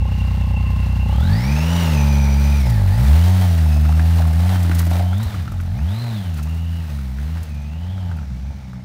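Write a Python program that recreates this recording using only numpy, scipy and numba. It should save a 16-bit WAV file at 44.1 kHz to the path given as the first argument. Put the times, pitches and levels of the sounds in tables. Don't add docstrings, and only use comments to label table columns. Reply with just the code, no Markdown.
import sys
import numpy as np
from scipy import signal
from scipy.fft import rfft, irfft
from scipy.io import wavfile
from scipy.ndimage import uniform_filter1d
from numba import njit

SR = 44100
rng = np.random.default_rng(int(sys.argv[2]) if len(sys.argv) > 2 else 0)


def wrap_up_sound(samples):
    columns = np.atleast_2d(samples).T
    tamed = np.clip(columns, -1, 1)
    steps = np.round(tamed * 32767).astype(np.int16)
    wavfile.write(sys.argv[1], SR, steps)


N = 389844
IDLE_HZ = 32.6


def undb(db):
    return 10 ** (np.asarray(db) / 20)


def unit(x):
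    return x / np.sqrt(np.mean(x ** 2))


def noise():
    return rng.standard_normal(N)


def walk(rate):
    hold = int(SR / rate)
    steps = np.repeat(rng.standard_normal(N // hold + 1), hold)
    return uniform_filter1d(uniform_filter1d(steps, hold), hold)[:N]


def follow(points):
    return np.interp(np.arange(N) / SR, *np.transpose(points))


def bump(t, at, length):
    return np.exp(-((t - at) / length) ** 2)


def late(x, lag_s):
    return np.pad(x, (int(lag_s * SR), 0))[:len(x)]


def colour(x, points, size=2 ** 14):
    hz, db = np.transpose(points)
    bins_hz = np.arange(size // 2 + 1) * SR / size + 1
    cepstrum = irfft(np.log(undb(np.interp(np.log(bins_hz), np.log(hz), db))))
    cepstrum[1:size // 2] *= 2
    cepstrum[size // 2 + 1:] = 0
    response = irfft(np.exp(rfft(cepstrum)))[:size // 2]
    return signal.fftconvolve(x, response)[:len(x)]


@njit
def svf(x, hz, width):
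    y, b, l = np.empty(len(x)), 0., 0.
    for i in range(len(x)):
        g, k = np.tan(np.pi * hz[i] / SR), width[i] / hz[i]
        v = (b + g * (x[i] - l)) / (1 + g * (g + k))
        b, l, y[i] = 2 * v - b, l + 2 * g * v, k * v
    return y


def band(x, hz, width):
    return svf(x, hz + np.zeros(len(x)), width + np.zeros(len(x)))


def steep(x, hz, width):
    return band(band(x, hz, width), hz, width)


# (frequency [Hz], level [dB per Hz])
AIR_SPECTRUM = [(20, -26), (60, 18.5), (200, 13), (400, -23.5), (1500, -35), (6000, -24), (15000, -56)]
AIR_DB = -39


def air():
    return undb(AIR_DB + 3 * walk(3)) * unit(colour(noise(), AIR_SPECTRUM))


# (delay [s], level [dB])
ECHOES = [(0.024, -13), (0.06, -13), (0.115, -11.5), (.19, -16.5)]


def rock_echoes(sharp_sounds):
    return sum(undb(db) * late(sharp_sounds, lag) for lag, db in ECHOES)


# (time [s], peak level [dB])
GRIT_SPRAYS = [(2.699, -23.5), (4.272, -29), (4.63, -25), (4.749, -19.5), (4.785, -22), (4.791, -17),
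               (4.868, -29), (4.961, -36), (5.178, -32), (5.23, -26), (5.518, -34), (5.608, -34),
               (6.34, -33), (6.374, -32.5), (6.429, -28), (7.43, -30), (8.165, -42)]
SPRAY_S = .011


def grit(low_hz=3500):
    gate, t = np.zeros(N), np.arange(N) / SR
    for s, db in GRIT_SPRAYS:
        gate += undb(db) * (t >= s) * np.exp(-(np.maximum(t - s, 0) / SPRAY_S) ** 2)
    high_pass = signal.butter(2, low_hz, "high", fs=SR, output="sos")
    return gate * signal.sosfilt(high_pass, noise()) / 2.87


THUD_DB, CRACK_DB = -2, -8.5
THUD_DB_PER_S = -1.5


def knock(hz, decay, thud_db, crack_db, sharp=5.1, thud_hz=300, thud_s=0.053, crack_s=0.019, crack_hz=1000, blow=0.49):
    t = np.arange(6000) / SR
    fall = lambda t60: np.exp(-np.log(1000) * t / t60)
    struck = blow * np.sin(2 * np.pi * hz * t) * (t < 1 / hz)
    ring = band(struck + rng.standard_normal(len(t)) * fall(decay), hz, hz / sharp)
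    click = 4 * (t < 1e-4)
    crack = steep((rng.standard_normal(len(t)) + click) * fall(crack_s), crack_hz, 2 * crack_hz)
    thud = np.sin(2 * np.pi * thud_hz * t) * fall(thud_s)
    return ring / np.abs(ring).max() + undb(crack_db) * crack / np.abs(crack).max() + undb(thud_db) * thud


# (time [s], ring peak [dB], pitch [Hz], thud and crack above their usual level [dB])
LOUD_KNOCKS = [(2.795, -26, 924, 2), (3.891, -19.5, 845, -12), (3.995, -20, 1704, 1),
               (4.191, -19, 764.4, -2), (4.219, -23, 1490, -2), (4.529, -25, 795.4, 0),
               (4.558, -23.5, 1460, 7), (4.649, -28.5, 1320, 14), (4.696, -22, 840, 12),
               (4.714, -18.5, 1560, 2), (4.802, -22, 1370, -7), (4.868, -23, 650.6, 9.5),
               (4.913, -19, 734, 6), (4.931, -26, 670, -3), (4.955, -23, 700, 3), (4.971, -21, 690, 0),
               (4.996, -18.5, 681.4, 2), (5.007, -20.5, 680, -1), (5.13, -25.5, 1360, -8),
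               (5.343, -27.5, 1330, 2), (5.478, -25.5, 1340, 0), (5.521, -30.5, 1250, 7),
               (5.601, -29, 1500, 5), (5.789, -29, 1410, -8), (6.39, -28.5, 1266, -3),
               (6.472, -31, 1202, -3), (6.897, -32.5, 1310, 2), (6.988, -34, 1296, -4),
               (7.186, -30.5, 1610, 0), (7.372, -33, 1640, 2), (7.979, -33, 1300, -2),
               (8.114, -30, 1440, 0), (8.187, -30.5, 1340, -7), (8.732, -32.5, 1162, -8)]
# (time [s], level [dB])
CLATTER_LEVEL = [(0, -60), (3.3, -60), (3.5, -24), (4.4, -26), (4.55, -33), (5.05, -36), (5.2, -28),
                 (6.5, -55), (8.84, -44)]
RING_S, SMALL_RING_S = .05, .035


def knocks(count=130, low_hz=600, octaves=1.3, spread_db=4):
    place, pitch, size = rng.random((count, 3)).T
    times = place * N / SR
    levels = np.interp(times, *np.transpose(CLATTER_LEVEL)) + spread_db * np.log(size)
    pitches = low_hz * 2 ** (octaves * pitch)
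    small = [(s, db, hz, 0, SMALL_RING_S) for s, db, hz in zip(times, levels, pitches)]
    loud = [(*row, RING_S) for row in LOUD_KNOCKS]
    out = np.zeros(N + 6000)
    for s, db, hz, hard_db, decay in loud + small:
        thud_db = THUD_DB + THUD_DB_PER_S * s + hard_db
        out[int(s * SR):][:6000] += undb(db) * knock(hz, decay, thud_db, CRACK_DB + hard_db)
    return out[:N]


# (frequency [Hz], level [dB per Hz])
HISS_SPECTRUM = [(590, -0.5), (1000, -3), (1400, -3), (1980, -3), (2240, -6), (3170, -8.5), (3870, -7),
                 (6060, -13), (7660, -14.5), (8960, -11), (10400, -15), (14500, -12.5)]
# (time [s], level [dB])
HISS_TREBLE = [(0, -7), (1.1, -5.5), (1.5, -5), (2.6, -3), (3.2, -2), (4.8, -2), (5.5, -6), (7, -3),
               (7.6, -7), (8.84, -8)]


def hiss(phase, burst=1.0, steady=1.0, grain_db=2.0, flicker_db=1.5, split_hz=7000):
    grains = noise() * undb(grain_db * walk(270) + flicker_db * walk(10))
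    full = unit(colour(grains * (steady + np.exp(-phase / burst)), HISS_SPECTRUM))
    low = signal.lfilter(*signal.butter(2, split_hz, fs=SR), full)
    return low + undb(follow(HISS_TREBLE)) * (full - low)


# (multiple of the firing rate, offset [Hz], level at idle [dB],
# gain per octave of speed [dB], width [share of the pitch], share of the swell level)
GEAR_MESHES = [(34.46, -9, -7, 4, 0.078, 0.098), (68.4, 4, -18, 7.5, 0.06, 1.6),
               (81.2, 250, -4.5, 1.5, 0.063, 0.5)]
# (frequency [Hz], gain [dB])
GEAR_COVER = [(1000, -2), (1600, 5.5), (2700, -1.5), (3600, -0.5), (4600, -1.5), (6000, -4.5), (8000, -26)]


def gears(hz, phase, swell_db, pulsing=.25, flutter_db=2.5, blur=.25):
    mesh = 0
    for multiple, plus, db, gain_db, share, swell_share in GEAR_MESHES:
        tooth_hz = multiple * hz + plus
        width_hz = share * tooth_hz * undb(-blur * swell_db)
        level_db = db + gain_db * np.log2(hz / IDLE_HZ) + swell_share * swell_db + flutter_db * walk(40)
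        mesh = mesh + undb(level_db) * unit(steep(noise(), tooth_hz, width_hz))
    return colour(mesh * (1 + pulsing * np.cos(2 * np.pi * phase)), GEAR_COVER)


# (frequency [Hz], width [Hz], level close by [dB], level far off [dB])
CASING_MODES = [(368, 174, -7.5, -9.5), (583, 93, -3, -8), (708, 144, -21.5, 1.5), (870, 113, 3, -4.5),
                (1226, 640, -20, -11.5)]
# (time [s], share [0-1])
CASING_FAR = [(0, 0.14), (2.7, 0.3), (3.5, 1), (8.84, 0.71)]
RAP_LAG_S = 0.00594


def casing(pulses, phase, number, swell_db, hz, burst=1.0, steady=1.0, scatter_db=3.0, rise=0.057, blow_db=8):
    uneven = undb(scatter_db * rng.standard_normal(N // 100)[number])
    evened = pulses / (np.convolve(pulses, np.ones(3), "same") + 1e-9)
    rattle = unit(noise() * (steady + np.exp(-phase / burst) * uneven))
    blows = undb(blow_db + swell_db / 2) * np.sqrt(70 / hz) * unit(evened * uneven)
    rap = rattle + blows
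    warm = (hz / 70) ** rise
    far, out = follow(CASING_FAR), 0
    for k, (mode_hz, width, near_db, off_db) in enumerate(CASING_MODES):
        level = undb(near_db + far * (off_db - near_db))
        out = out + (-1) ** k * level * unit(steep(rap, mode_hz * warm, width))
    return late(unit(out), RAP_LAG_S)


CYLINDER_LEVELS = [3.5, 0.5, 4.5]


def firings(hz, scatter_db=.4, smoothing=2.5):
    turns = .55 + np.cumsum(hz) / SR
    number = turns.astype(int)
    at = np.flatnonzero(np.diff(number))
    share = (number[at + 1] - turns[at]) / (turns[at + 1] - turns[at])
    scatter = scatter_db * rng.standard_normal(N // 100)[number[at]]
    uneven_db = np.array(CYLINDER_LEVELS)[number[at] % 3] + scatter
    size = undb(uneven_db * (IDLE_HZ / hz[at]) ** smoothing)
    pulses = np.zeros(N)
    pulses[at] = size * (1 - share)
    pulses[at + 1] = size * share
    return pulses, turns - number, number


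# (frequency [Hz], gain [dB])
SILENCER_BOOM = [(25, -35), (40, -3), (54, -0.5), (64, -0.5), (72, 5.5), (82, 7), (92, 9), (105, 2.5),
                 (125, 0), (200, -57.5)]
SILENCER_OVERTONES = [(60, -45.5), (110, -9), (140, -1.5), (180, -6.5), (215, -7.5), (270, -23.5),
                      (330, -29), (500, -76)]
DEEP_HZ, DEEP_WIDTH_HZ = 65.5, 4.9


def silencer(drive, overtone_db, deep_db, spread_hz=70, spread_width_hz=45, lag_s=.012):
    boom = colour(late(drive, lag_s), SILENCER_BOOM)
    boom = boom + undb(deep_db) * band(boom, DEEP_HZ, DEEP_WIDTH_HZ)
    smeared = 2 * band(boom, spread_hz, spread_width_hz) - boom
    return smeared - colour(drive * undb(overtone_db), SILENCER_OVERTONES)


# (time [s], peak level [dB])
THROTTLE_POPS = [(5.255, -11), (5.471, -22), (7.405, -23), (8.494, -24.5), (8.561, -42)]


def pops():
    pulses = np.zeros(N)
    for s, db in THROTTLE_POPS:
        pulses[int(s * SR)] = undb(db)
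    one_pop = colour(np.eye(1, 4000)[0], SILENCER_BOOM)
    return colour(pulses, SILENCER_BOOM) / np.abs(one_pop).max()


# (time [s], level [dB])
DEEP_LEVEL = [(0, 17.5), (1.101, 22), (1.4, -3.5), (2.6, -15), (3.2, -12), (8.84, 7)]
# (time [s], depth [dB], length [s])
BOOM_DIPS = [(1.42, 4, 0.024), (2.96, 1, .02), (4.329, 3, 0.02), (5.294, 8.5, 0.051), (5.487, 2, .025),
             (6.006, 2, 0.054), (6.24, 8, 0.014), (6.872, 3.5, 0.044), (7.444, 8, 0.041), (7.606, 2, 0.04),
             (7.97, 1, 0.045), (8.27, 4, 0.035), (8.61, 6.5, 0.041)]


def exhaust(pulses, boom_db, overtone_db):
    first = np.flatnonzero(np.diff(pulses > 0, prepend=False))[::2]
    lead = first[3] - first[0]
    pulses = np.concatenate([pulses[:lead], pulses])
    curves = boom_db, overtone_db, follow(DEEP_LEVEL)
    boom_db, overtone_db, deep_db = (np.pad(c, (lead, 0), mode="edge") for c in curves)
    even = silencer(pulses, overtone_db, deep_db)
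    power = uniform_filter1d(uniform_filter1d(even ** 2, size=2400), size=2400)
    drive = pulses * undb(boom_db) / np.sqrt(power + 1e-12)
    out = silencer(drive, overtone_db, deep_db)[lead:]
    t = np.arange(N) / SR
    return out * undb(-sum(db * bump(t, at, length) for at, db, length in BOOM_DIPS))


# (time [s], firing rate [Hz])
ENGINE_SPEED = [(0, 30.9), (1.085, 30.62), (1.21, 39.25), (1.33, 52.05), (1.5, 70.64), (1.72, 85.35),
                (1.8, 86), (1.99, 71.7), (2.29, 69.07), (2.55, 71.6), (2.75, 52.5), (2.865, 45),
                (3.15, 81.1), (3.3, 93.14), (3.41, 92.05), (3.52, 83.2), (3.75, 74), (4.13, 84.05),
                (4.31, 79.1), (4.5, 93.8), (4.65, 84.75), (4.87, 84.2), (5.0, 89.9), (5.1, 89.5),
                (5.25, 118.9), (5.32, 100.5), (5.51, 44.26), (5.65, 42.37), (5.7, 47.95), (5.9, 100.9),
                (6.0, 121), (6.08, 116.9), (6.25, 88.8), (6.38, 73.2), (6.5, 81.1), (6.62, 83.25),
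                (6.8, 83), (6.92, 72.35), (7.1, 62.2), (7.26, 77.26), (7.35, 83.5), (7.44, 77.3),
                (7.57, 70.9), (7.68, 73.9), (7.93, 97), (8.1, 84.9), (8.3, 60.23), (8.47, 70.8),
                (8.67, 63.9), (8.84, 62)]
FLYWHEEL_S = .04
# (time [s], boom [dB],
# overtones above the boom [dB], casing rap [dB], hiss [dB], gear whine above the hiss [dB])
RIDE_LEVELS = [(0, -16.5, 4.5, -43, -41.5, 4.5), (1.049, -16, 7.5, -41, -40, 6.5),
               (1.22, -10, 1, -40, -39.5, -3.5), (1.419, -16.5, 1, -41.5, -42.5, -0.5),
               (1.8, -16, 5, -42.5, -39.5, -5), (2.0, -12.5, -1.5, -39, -40.5, -3),
               (2.55, -13, -7, -44.5, -42.5, -4.5), (2.85, -13.5, -8.5, -35.5, -40.5, -10),
               (3.1, -10.5, -9, -40, -44, -10), (3.4, -13, -2, -47.5, -44, -15),
               (3.6, -12, -7, -52, -46, -11.5), (4.3, -12.5, -5.5, -48.5, -47.5, -16),
               (4.499, -15, -2, -46.5, -45.5, -12.5), (4.75, -14, -4.5, -52, -46.5, -22),
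               (5.15, -17, -3.5, -50, -54, -5), (5.4, -23, -4, -55, -48.5, -16),
               (5.8, -19.5, -4.5, -49, -52.5, -6.5), (6.1, -22.5, 0.5, -52.5, -52.5, -10.5),
               (6.55, -20.5, -4.5, -55, -56, -4), (7.1, -23.5, -1.5, -58, -51, -14),
               (7.35, -21.5, -4, -58, -54.5, -9), (7.6, -26, -2.5, -54, -56.5, -4),
               (8.1, -22, -3.5, -47.5, -58, -9), (8.4, -27.5, -3, -54, -57.5, -8),
               (8.84, -33.5, 18, -51, -57, -8)]
REV_GAINS = [0.16, 4.57, 5.3, 7.75, .1]
PULL_GAINS = [0.046, -0.37, -0.33, 0.2, -0.22]
PULL_S = .4
# (time [s], rap gain [dB], hiss gain [dB])
LEDGE_JOLTS = [(2.8, 4, -2.5), (3.421, 4.5, 3), (3.99, 5, 0), (4.199, 6, 3.5), (4.53, 8, 4), (4.7, 1, -1),
               (4.79, -1, 7.5), (4.95, 8, 6), (5.01, -1, 3.5), (5.24, -5, 2.5), (6.39, -1, 5.5),
               (7.37, 8, 3)]
JOLT_S = 0.029


def ride():
    t = np.arange(N) / SR
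    smooth = lambda x: uniform_filter1d(x, size=int(FLYWHEEL_S * SR), mode="nearest")
    hz = smooth(smooth(follow(ENGINE_SPEED)))
    octaves = np.log2(hz / IDLE_HZ)
    pull = np.tanh(np.gradient(octaves) * SR * PULL_S)
    s, *columns = np.transpose(RIDE_LEVELS)
    boom_db, overtone_db, rap_db, hiss_db, whine_db = (
        np.interp(t, s, c) + rev_gain * octaves + pull_gain * pull
        for c, rev_gain, pull_gain in zip(columns, REV_GAINS, PULL_GAINS))
    shake_db, crunch_db = sum(np.outer(dbs, bump(t, at, JOLT_S)) for at, *dbs in LEDGE_JOLTS)
    return hz, boom_db, overtone_db, rap_db + shake_db, hiss_db + crunch_db, whine_db - crunch_db


# (time [s], level [dB])
WHINE_AND_BLOW_SWELL = [(0, 1), (2.65, -1.5), (2.85, -8.5), (3.3, 5), (4.5, 0), (8.84, -12)]


def scene():
    hz, boom_db, overtone_db, rap_db, hiss_db, whine_db = ride()
    swell_db = follow(WHINE_AND_BLOW_SWELL)
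    pulses, phase, number = firings(hz)
    rap = undb(rap_db) * casing(pulses, phase, number, swell_db, hz)
    hiss_and_whine = hiss(phase) + undb(whine_db) * gears(hz, phase, swell_db)
    sharp_sounds = knocks() + grit() + undb(hiss_db) * hiss_and_whine
    engine = exhaust(pulses, boom_db, overtone_db) + pops() + rap
    return (air() + rock_echoes(sharp_sounds) + sharp_sounds + engine)[None]


TOP_HZ = 15620


def record(dry):
    return signal.sosfilt(signal.ellip(12, .2, 80, TOP_HZ, fs=SR, output="sos"), dry)


dry = scene()
out = record(dry)
wrap_up_sound(out)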